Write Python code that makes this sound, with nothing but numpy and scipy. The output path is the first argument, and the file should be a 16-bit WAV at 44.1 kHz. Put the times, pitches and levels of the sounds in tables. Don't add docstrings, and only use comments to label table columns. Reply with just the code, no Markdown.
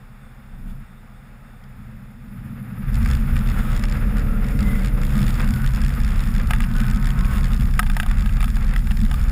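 import sys
import numpy as np
from scipy import signal
from scipy.fft import rfft, irfft, next_fast_len
from scipy.io import wavfile
from scipy.ndimage import uniform_filter1d

SR = 44100
rng = np.random.default_rng(int(sys.argv[2]) if len(sys.argv) > 2 else 0)


def wav_out(sig):
    wavfile.write(sys.argv[1], SR, np.round(np.clip(np.atleast_2d(sig).T, -1, 1) * 32767).astype(np.int16))


N = 410571
TIME = np.arange(N) / SR
CREEP_S, CREEP_RISE_S = 2.01, 0.98
LAUNCH_S, LAUNCH_RISE_S = 2.703, 0.3


# time_s, crankshaft_hz
REVS = [(0, 23.8), (.45, 23.9), (.7, 32), (1.65, 21.3), (2.2, 35.3), (2.8, 41.5), (3.3, 36.97),
        (3.7, 38.66), (4.05, 35.51), (4.5, 35.3), (4.85, 36.6), (5.35, 40.4), (5.55, 33.4), (5.9, 34.75),
        (6.72, 44.2), (7.33, 44.3), (8.3, 38), (9.31, 43.2)]
# crankshaft_multiple, low_gear_db, next_gear_db
ENGINE_ORDERS = [(2, -36, -42), (3, -42, -36), (4, -37.5, -34), (5, -63, -46), (6, -42.5, -72),
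                 (8, -44, -58), (10, -56.5, -62), (12, -53, -70.5), (13, -49, -85), (14, -80, -84),
                 (15, -55, -79), (16, -53.5, -58), (17, -58, -59), (20, -58, -66), (21, -60, -55.5),
                 (24, -86, -56.5), (28, -64.5, -53), (29, -78, -49), (33, -70, -55), (34, -70, -51),
                 (40, -55, -68)]
# middle_s, length_s, engine_boost_db, extra_growl_db
PULLS = [(4.55, 2.76, 3, 13), (7.03, 2.1, 3.5, 12)]

def engine(blip_db, shift_s=5.45, coasting_db=-9):
    crank_hz, = curves(REVS)
    pull_db, growl_db = swells(PULLS)
    crank_angle = 2 * np.pi * np.cumsum(crank_hz * (1 + .004 * walk(25))) / SR
    next_gear = ramp(shift_s - .05, .1)
    load = undb(coasting_db + growl_db)
    hum = np.zeros(N)
    for multiple, low_db, next_db in ENGINE_ORDERS:
        strength = undb(low_db) * (1 - next_gear) + undb(next_db) * next_gear
        if multiple > 5:
            strength *= load
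        flutter = 1 + 0.3 * walk(36)
        hum += strength * flutter * np.sin(round(multiple) * crank_angle + 2 * np.pi * rng.random())
    level_db = creeping(idle_db=-33, drive_db=-5) + pull_db + 1.5 * blip_db
    return np.sqrt(2) * hum * undb(level_db)


# frequency_hz, gain_db
PANEL_EQ = [(40, -29), (65, -8), (98, -7.5), (117, 1), (131, 5.5), (143, 2), (160, -16.5), (193, 1),
            (232, -2), (258, -14), (300, -26.5), (380, -31.5), (700, -59.5)]

def panels(drum_db):
    return even(colour(noise(), PANEL_EQ), span_s=0.1) * undb(drum_db)


# frequency_hz, gain_db
JOLT_EQ = [(12, -36), (22, -7.5), (33, 11), (44, 7), (58, 3), (75, -2.5), (100, -20), (170, -54)]

def arm(rock_db, resonance_hz=31.2, lead_s=0.026, growth_db_per_s=0.47):
    swing_hz = resonance_hz * (1 + .09 * walk(16))
    swing = np.sqrt(2) * np.sin(2 * np.pi * np.cumsum(swing_hz) / SR) * (1 + 0.55 * walk(27))
    rolling = .25 + 0.715 * ramp(LAUNCH_S, LAUNCH_RISE_S)
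    jolts = rolling * unit(colour(noise(), JOLT_EQ))
    early_rock_db = np.interp(TIME + lead_s, TIME, rock_db)
    sway_db = launching(idle_db=-43.5, drive_db=-19 + growth_db_per_s * (TIME - LAUNCH_S))
    return even(swing + jolts, span_s=0.13) * undb(sway_db + early_rock_db)


def suspension(jolt_db):
    thuds = colour(noise(), [(35, -25), (55, 5), (75, -3), (95, -1.5), (140, -34.5), (400, -65)])
    return even(thuds, span_s=0.13) * undb(launching(idle_db=-52.5, drive_db=-32.5) + jolt_db)


# start_s, level_db
KNOCKS = [(3.060, -22), (3.366, -21.5), (4.847, -24.5), (5.404, -20), (5.903, -29), (6.508, -11.5),
          (6.535, -13.5), (6.604, -17.5), (6.639, -23.5), (7.793, -2.5), (7.830, -19.5), (7.866, -24),
          (7.899, -18.5), (7.967, -13), (8.000, -10.5), (8.031, -18.5), (8.063, -20.5), (8.112, -21),
          (8.260, -22.5), (8.406, -20), (8.429, -18), (8.442, -17.5), (8.480, -23), (8.568, -24),
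          (8.737, -22), (8.762, -16.5), (8.910, -23.5), (9.113, -18.5), (9.141, -20)]
# pitch_hz, level_db, t60_s
CASE_MODES = [(747, -6.5, 0.16), (882, -3.5, 0.096), (1040, -36, 0.017), (1260, 8, 0.071),
              (1624, 11, 0.027), (1903, 9.5, 0.013), (2310, -1.5, 0.025), (2640, -10.5, 0.033),
              (3500, -12, 0.017), (5060, -15, 0.0017)]
# frequency_hz, gain_db
SHELL_EQ = [(250, -14), (480, -19), (720, -2), (1250, -4), (1650, 0.5), (1900, -4), (2650, 4), (3500, 1.5),
            (4200, -4.5), (7500, -7.5), (10000, -1), (11700, -7), (12600, -7), (13500, -5)]

def knocks(taps_from_s=5.8, tap_db=-28, trim_db=-17):
    t = np.arange(int(.06 * SR)) / SR
    hits = np.zeros(N + len(t))
    taps = [(taps_from_s + when * (TIME[-1] - taps_from_s), tap_db + 2 * force)
            for when, force in rng.random(size=(9, 2))]
    for start_s, level_db in taps + list(KNOCKS):
        modes = np.zeros(len(t))
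        for hz, db, t60_s in CASE_MODES:
            detune, spread = rng.standard_normal(2)
            decay = undb(db + 1.5 * spread - 60 * t / t60_s)
            modes += decay * np.sin(2 * np.pi * hz * (1 + 0.02 * detune) * t)
        contacts = .2 * rng.standard_normal(len(t)) * np.exp(-t / .0023)
        contacts[0] = 1
        ring = unit(signal.fftconvolve(modes, contacts)[:len(t)] * np.exp(-t / .014))
        crack = unit(rng.standard_normal(len(t)) * np.exp(-t / .0038))
        start = int(start_s * SR)
        hits[start:start + len(t)] += undb(level_db + trim_db) * (ring + undb(-7) * crack)
    return colour(hits[:N], SHELL_EQ)


# middle_s, length_s, level_db
ROUGH_PATCHES = [(2.953, 0.047, -46), (3.113, 0.21, -43.5), (3.382, 0.071, -44), (3.489, 0.077, -46),
                 (3.79, 0.19, -40), (3.923, 0.12, -42), (4.195, 0.059, -40), (4.479, .09, -39),
                 (4.61, 0.093, -42.5), (4.852, .16, -42), (5.32, .4, -47)]

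def rough_ground(fast_from_s=4.95, fast_db=-44.5, smooth_ice_db=-65.5):
    clumps_db = 2.5 * np.clip(walk(17), -2, 1)
    at_speed = ramp(fast_from_s, 0.081) * undb(fast_db + clumps_db - 1.5 * on_snow())
    smooth_ice = ramp(LAUNCH_S, LAUNCH_RISE_S) * undb(smooth_ice_db)
    return np.hypot(bursts(ROUGH_PATCHES), at_speed) + smooth_ice


# frequency_hz, gain_db
CHATTER_EQ = [(400, -29), (900, -4), (1700, 22.5), (2600, 15), (3500, 14), (5000, 11.5), (8000, 9),
              (15000, -8.5)]

def chatter(shake):
    swing = np.abs(even(shake, span_s=0.61))
    ends = signal.find_peaks(swing, distance=int(.011 * SR))[0]
    slaps = np.zeros(N)
    slaps[ends] = np.clip(swing[ends] - .7, 0, 1.5) * undb(2 * rng.standard_normal(len(ends)))
    t = np.arange(int(.02 * SR)) / SR
    contact = signal.fftconvolve(slaps, t * np.exp(-t / .0013))[:N]
    return unit(colour(contact * noise(), CHATTER_EQ))


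# frequency_hz, gain_db
TYRE_EQ = [(200, 2), (400, -5.5), (520, 0.5), (620, -7.5), (850, -2.5), (980, -6), (1270, 2.5), (1500, 0),
           (2000, -3.5), (2650, -8.5), (3100, -16), (4200, -21.5), (7500, -33), (15000, -44)]

def tyres(idle_db=-51, drive_db=-39, snow_db=-3):
    speed = ramp(CREEP_S, CREEP_RISE_S) ** 1.94
    rolling = 0.18 + 0.73 * speed
    hiss = noise() * undb(4.5 * rolling * walk(45))
    crunch = rolling * unit(grains(900, spread_db=5.5))
    level_db = idle_db + (drive_db - idle_db) * speed + snow_db * on_snow()
    waver_db = 1.284 * rolling * walk(7)
    return unit(colour(hiss + undb(-2.5) * crunch, TYRE_EQ)) * undb(level_db + waver_db)


# middle_s, length_s, level_db
SCRAPES = [(0.696, 0.089, -53), (3.334, 0.42, -50), (3.632, 0.49, -39.5), (4.722, 0.32, -39),
           (5.265, 0.62, -40), (6.2, 0.39, -41.5), (6.838, 0.27, -52), (7.35, 0.14, -34)]
# frequency_hz, gain_db
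SCRAPE_EQ = [(300, -2), (700, -2), (1000, -1), (1350, 5.5), (1800, -2.5), (2400, -5), (3500, -8.5),
             (4500, -16.5), (15000, -15)]

def scrapes():
    rasp = noise() * undb(3 * walk(110)) + unit(grains(1500, spread_db=5))
    return unit(colour(rasp, SCRAPE_EQ)) * bursts(SCRAPES)


# middle_s, length_s, pitch_hz, level_db
SQUEALS = [(3.703, 0.17, 1270, -39.5), (4.337, 0.17, 1332, -41), (4.716, 0.39, 2053, -38.5),
           (5.178, 0.089, 1274, -34), (5.6, 0.33, 1474, -38.5), (6.83, 0.36, 1510, -37.5),
           (7.301, .5, 1090, -41.5)]

def squeals():
    tones = np.zeros(N)
    for middle_s, length_s, hz, db in SQUEALS:
        phase = 2 * np.pi * np.cumsum(hz * (1 + 0.032 * walk(170))) / SR
        tones += undb(db) * swell(middle_s, length_s) * (1 + 0.36 * walk(60)) * np.sin(phase)
    return tones


# start_s, end_s
SNOW_STRETCHES = [(3.75, 3.84), (7.45, 9.31)]

def on_snow(edge_s=0.13):
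    return sum(ramp(start_s, edge_s) - ramp(end_s, edge_s) for start_s, end_s in SNOW_STRETCHES)


# frequency_hz, gain_db
SIZZLE_EQ = [(5000, -30), (8300, -17), (9700, 0), (11600, -1), (11780, 15), (12200, 15), (12380, -2),
             (14000, -1), (15300, -10)]

def sizzle(drum_db):
    return unit(colour(noise() * undb(3.2 * walk(70)), SIZZLE_EQ)) * undb(drum_db - 24.5)


# pitch_hz, level_db
CHIRPS = [(3570, -74), (8450, -73.5)]

def idle_chirps(fade_from_s=1.5):
    gate = np.clip(walk(22.2) + .5, 0, 2) * (1 - ramp(fade_from_s, 0.31))
    return gate * sum(undb(db) * np.sin(2 * np.pi * np.cumsum(hz + 110 * walk(400)) / SR)
                      for hz, db in CHIRPS)


def idle_tick():
    bright = unit(colour(noise(), [(2000, -28), (3300, 4), (8000, -8), (11000, -20)]))
    return bright * swell(middle_s=1.64, length_s=.008) * undb(-54)


def air():
    eq = [(300, 8.5), (800, 19), (2500, -20.5), (3500, 3.5), (4300, -3), (9000, -3), (15000, -2.5)]
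    return unit(colour(noise(), eq)) * undb(-59.5)


def stereo_width(roughness):
    width_eq = [(30, 6.5), (200, 4), (500, 12), (900, 7), (1500, -7.5), (5000, -13.5), (15000, -29)]
    uneven = noise() * undb(10 * np.clip(walk(12), -2, 1))
    swelling = roughness * unit(colour(uneven, width_eq))
    thin_hiss = unit(colour(noise(), [(1500, -14), (3500, 0), (7000, -4), (10000, -26)]))
    return swelling * undb(-14.5) + thin_hiss * undb(-85.5)


def undb(db):
    return 10 ** (np.asarray(db) / 20)


def unit(x):
    return x / np.sqrt(np.mean(x ** 2))


def even(x, span_s):
    return x / np.sqrt(uniform_filter1d(x ** 2, int(span_s * SR) + 1) + 1e-9)


def colour(x, eq):
    size = next_fast_len(2 * len(x))
    hz, db = np.transpose(eq)
    log_hz = np.log(np.fft.rfftfreq(size, 1 / SR) + 1)
    log_gain = np.log(undb(np.interp(log_hz, np.log(hz), db)))
    cepstrum = irfft(log_gain, size)
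    cepstrum[1:size // 2] *= 2
    cepstrum[size // 2 + 1:] = 0
    return irfft(rfft(x, size) * np.exp(rfft(cepstrum)), size)[:len(x)]


def noise():
    return rng.standard_normal(N)


def walk(rate_hz):
    knots = rng.standard_normal(4096)
    return np.interp(TIME * rate_hz, np.arange(len(knots)), knots)


def grains(rate_hz, spread_db):
    clicks = (rng.random(N) < rate_hz / SR) * np.sign(noise())
    return clicks * undb(spread_db * np.clip(noise(), -2, 2))


def curves(table):
    time_s, *columns = np.transpose(table)
    return [np.interp(TIME, time_s, column) for column in columns]


def ramp(start_s, length_s):
    return np.clip((TIME - start_s) / length_s, 0, 1)


def swell(middle_s, length_s):
    return np.sin(np.pi * np.clip((TIME - middle_s) / length_s + .5, 0, 1))


def swells(table):
    return sum(np.outer(sizes, swell(middle_s, length_s)) for middle_s, length_s, *sizes in table)


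def bursts(table):
    return sum(undb(db) * swell(middle_s, length_s) for middle_s, length_s, db in table)


def creeping(idle_db, drive_db):
    return idle_db + (drive_db - idle_db) * ramp(CREEP_S, CREEP_RISE_S)


def launching(idle_db, drive_db):
    return idle_db + (drive_db - idle_db) * ramp(LAUNCH_S, LAUNCH_RISE_S)


# middle_s, length_s, drum_boost_db, sway_boost_db
THROTTLE_BLIPS = [(.7, 0.41, 8.5, 13.5), (1.88, 0.58, 7, 2.5), (2.42, 0.51, 3.5, 4), (2.93, 0.18, 1, 7)]
# middle_s, length_s, drum_change_db, thud_change_db
HUMPS = [(3.06, 0.46, 1, 14), (3.36, 0.24, 2, 9.5), (4.67, 0.28, 4, -5), (5.21, 0.2, 8, 3),
         (5.55, 0.28, 4, 8), (6.15, 0.24, -3.5, 8.5), (6.48, 0.15, -1, 10.5), (6.85, 0.27, 4, -9),
         (7.62, 0.21, 6, 4), (8.25, 0.38, 1, 10), (9.02, 0.092, 7.5, 11)]

def scene():
    blip_db, rock_db = swells(THROTTLE_BLIPS)
    hump_db, jolt_db = swells(HUMPS)
    drum_db = creeping(idle_db=-45.5, drive_db=-25.5) + blip_db + hump_db - 3.5 * on_snow()
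    shake = arm(rock_db) + panels(drum_db) + suspension(jolt_db + blip_db)
    roughness = rough_ground()
    highs = roughness * chatter(shake) + sizzle(drum_db) + knocks()
    car = engine(blip_db) + tyres() + scrapes() + squeals() + idle_chirps() + idle_tick()
    mid = car + shake + highs + air()
    side = stereo_width(roughness)
    return np.array([mid + side, mid - side])


# frequency_hz, gain_db
CASE_EQ = [(2700, 0), (3100, -2), (3550, 3), (4000, -4), (5300, 3), (6000, -14), (6800, 2), (8000, -3),
           (10400, 4), (11450, -7), (12650, -7), (13500, 5), (15000, -1)]

def record(dry):
    boxed = np.array([colour(channel, CASE_EQ) for channel in dry])
    top_cut = signal.ellip(10, .2, 80, 15500, fs=SR, output="sos")
    return signal.sosfilt(top_cut, boxed)


dry = scene()
out = record(dry)
wav_out(out)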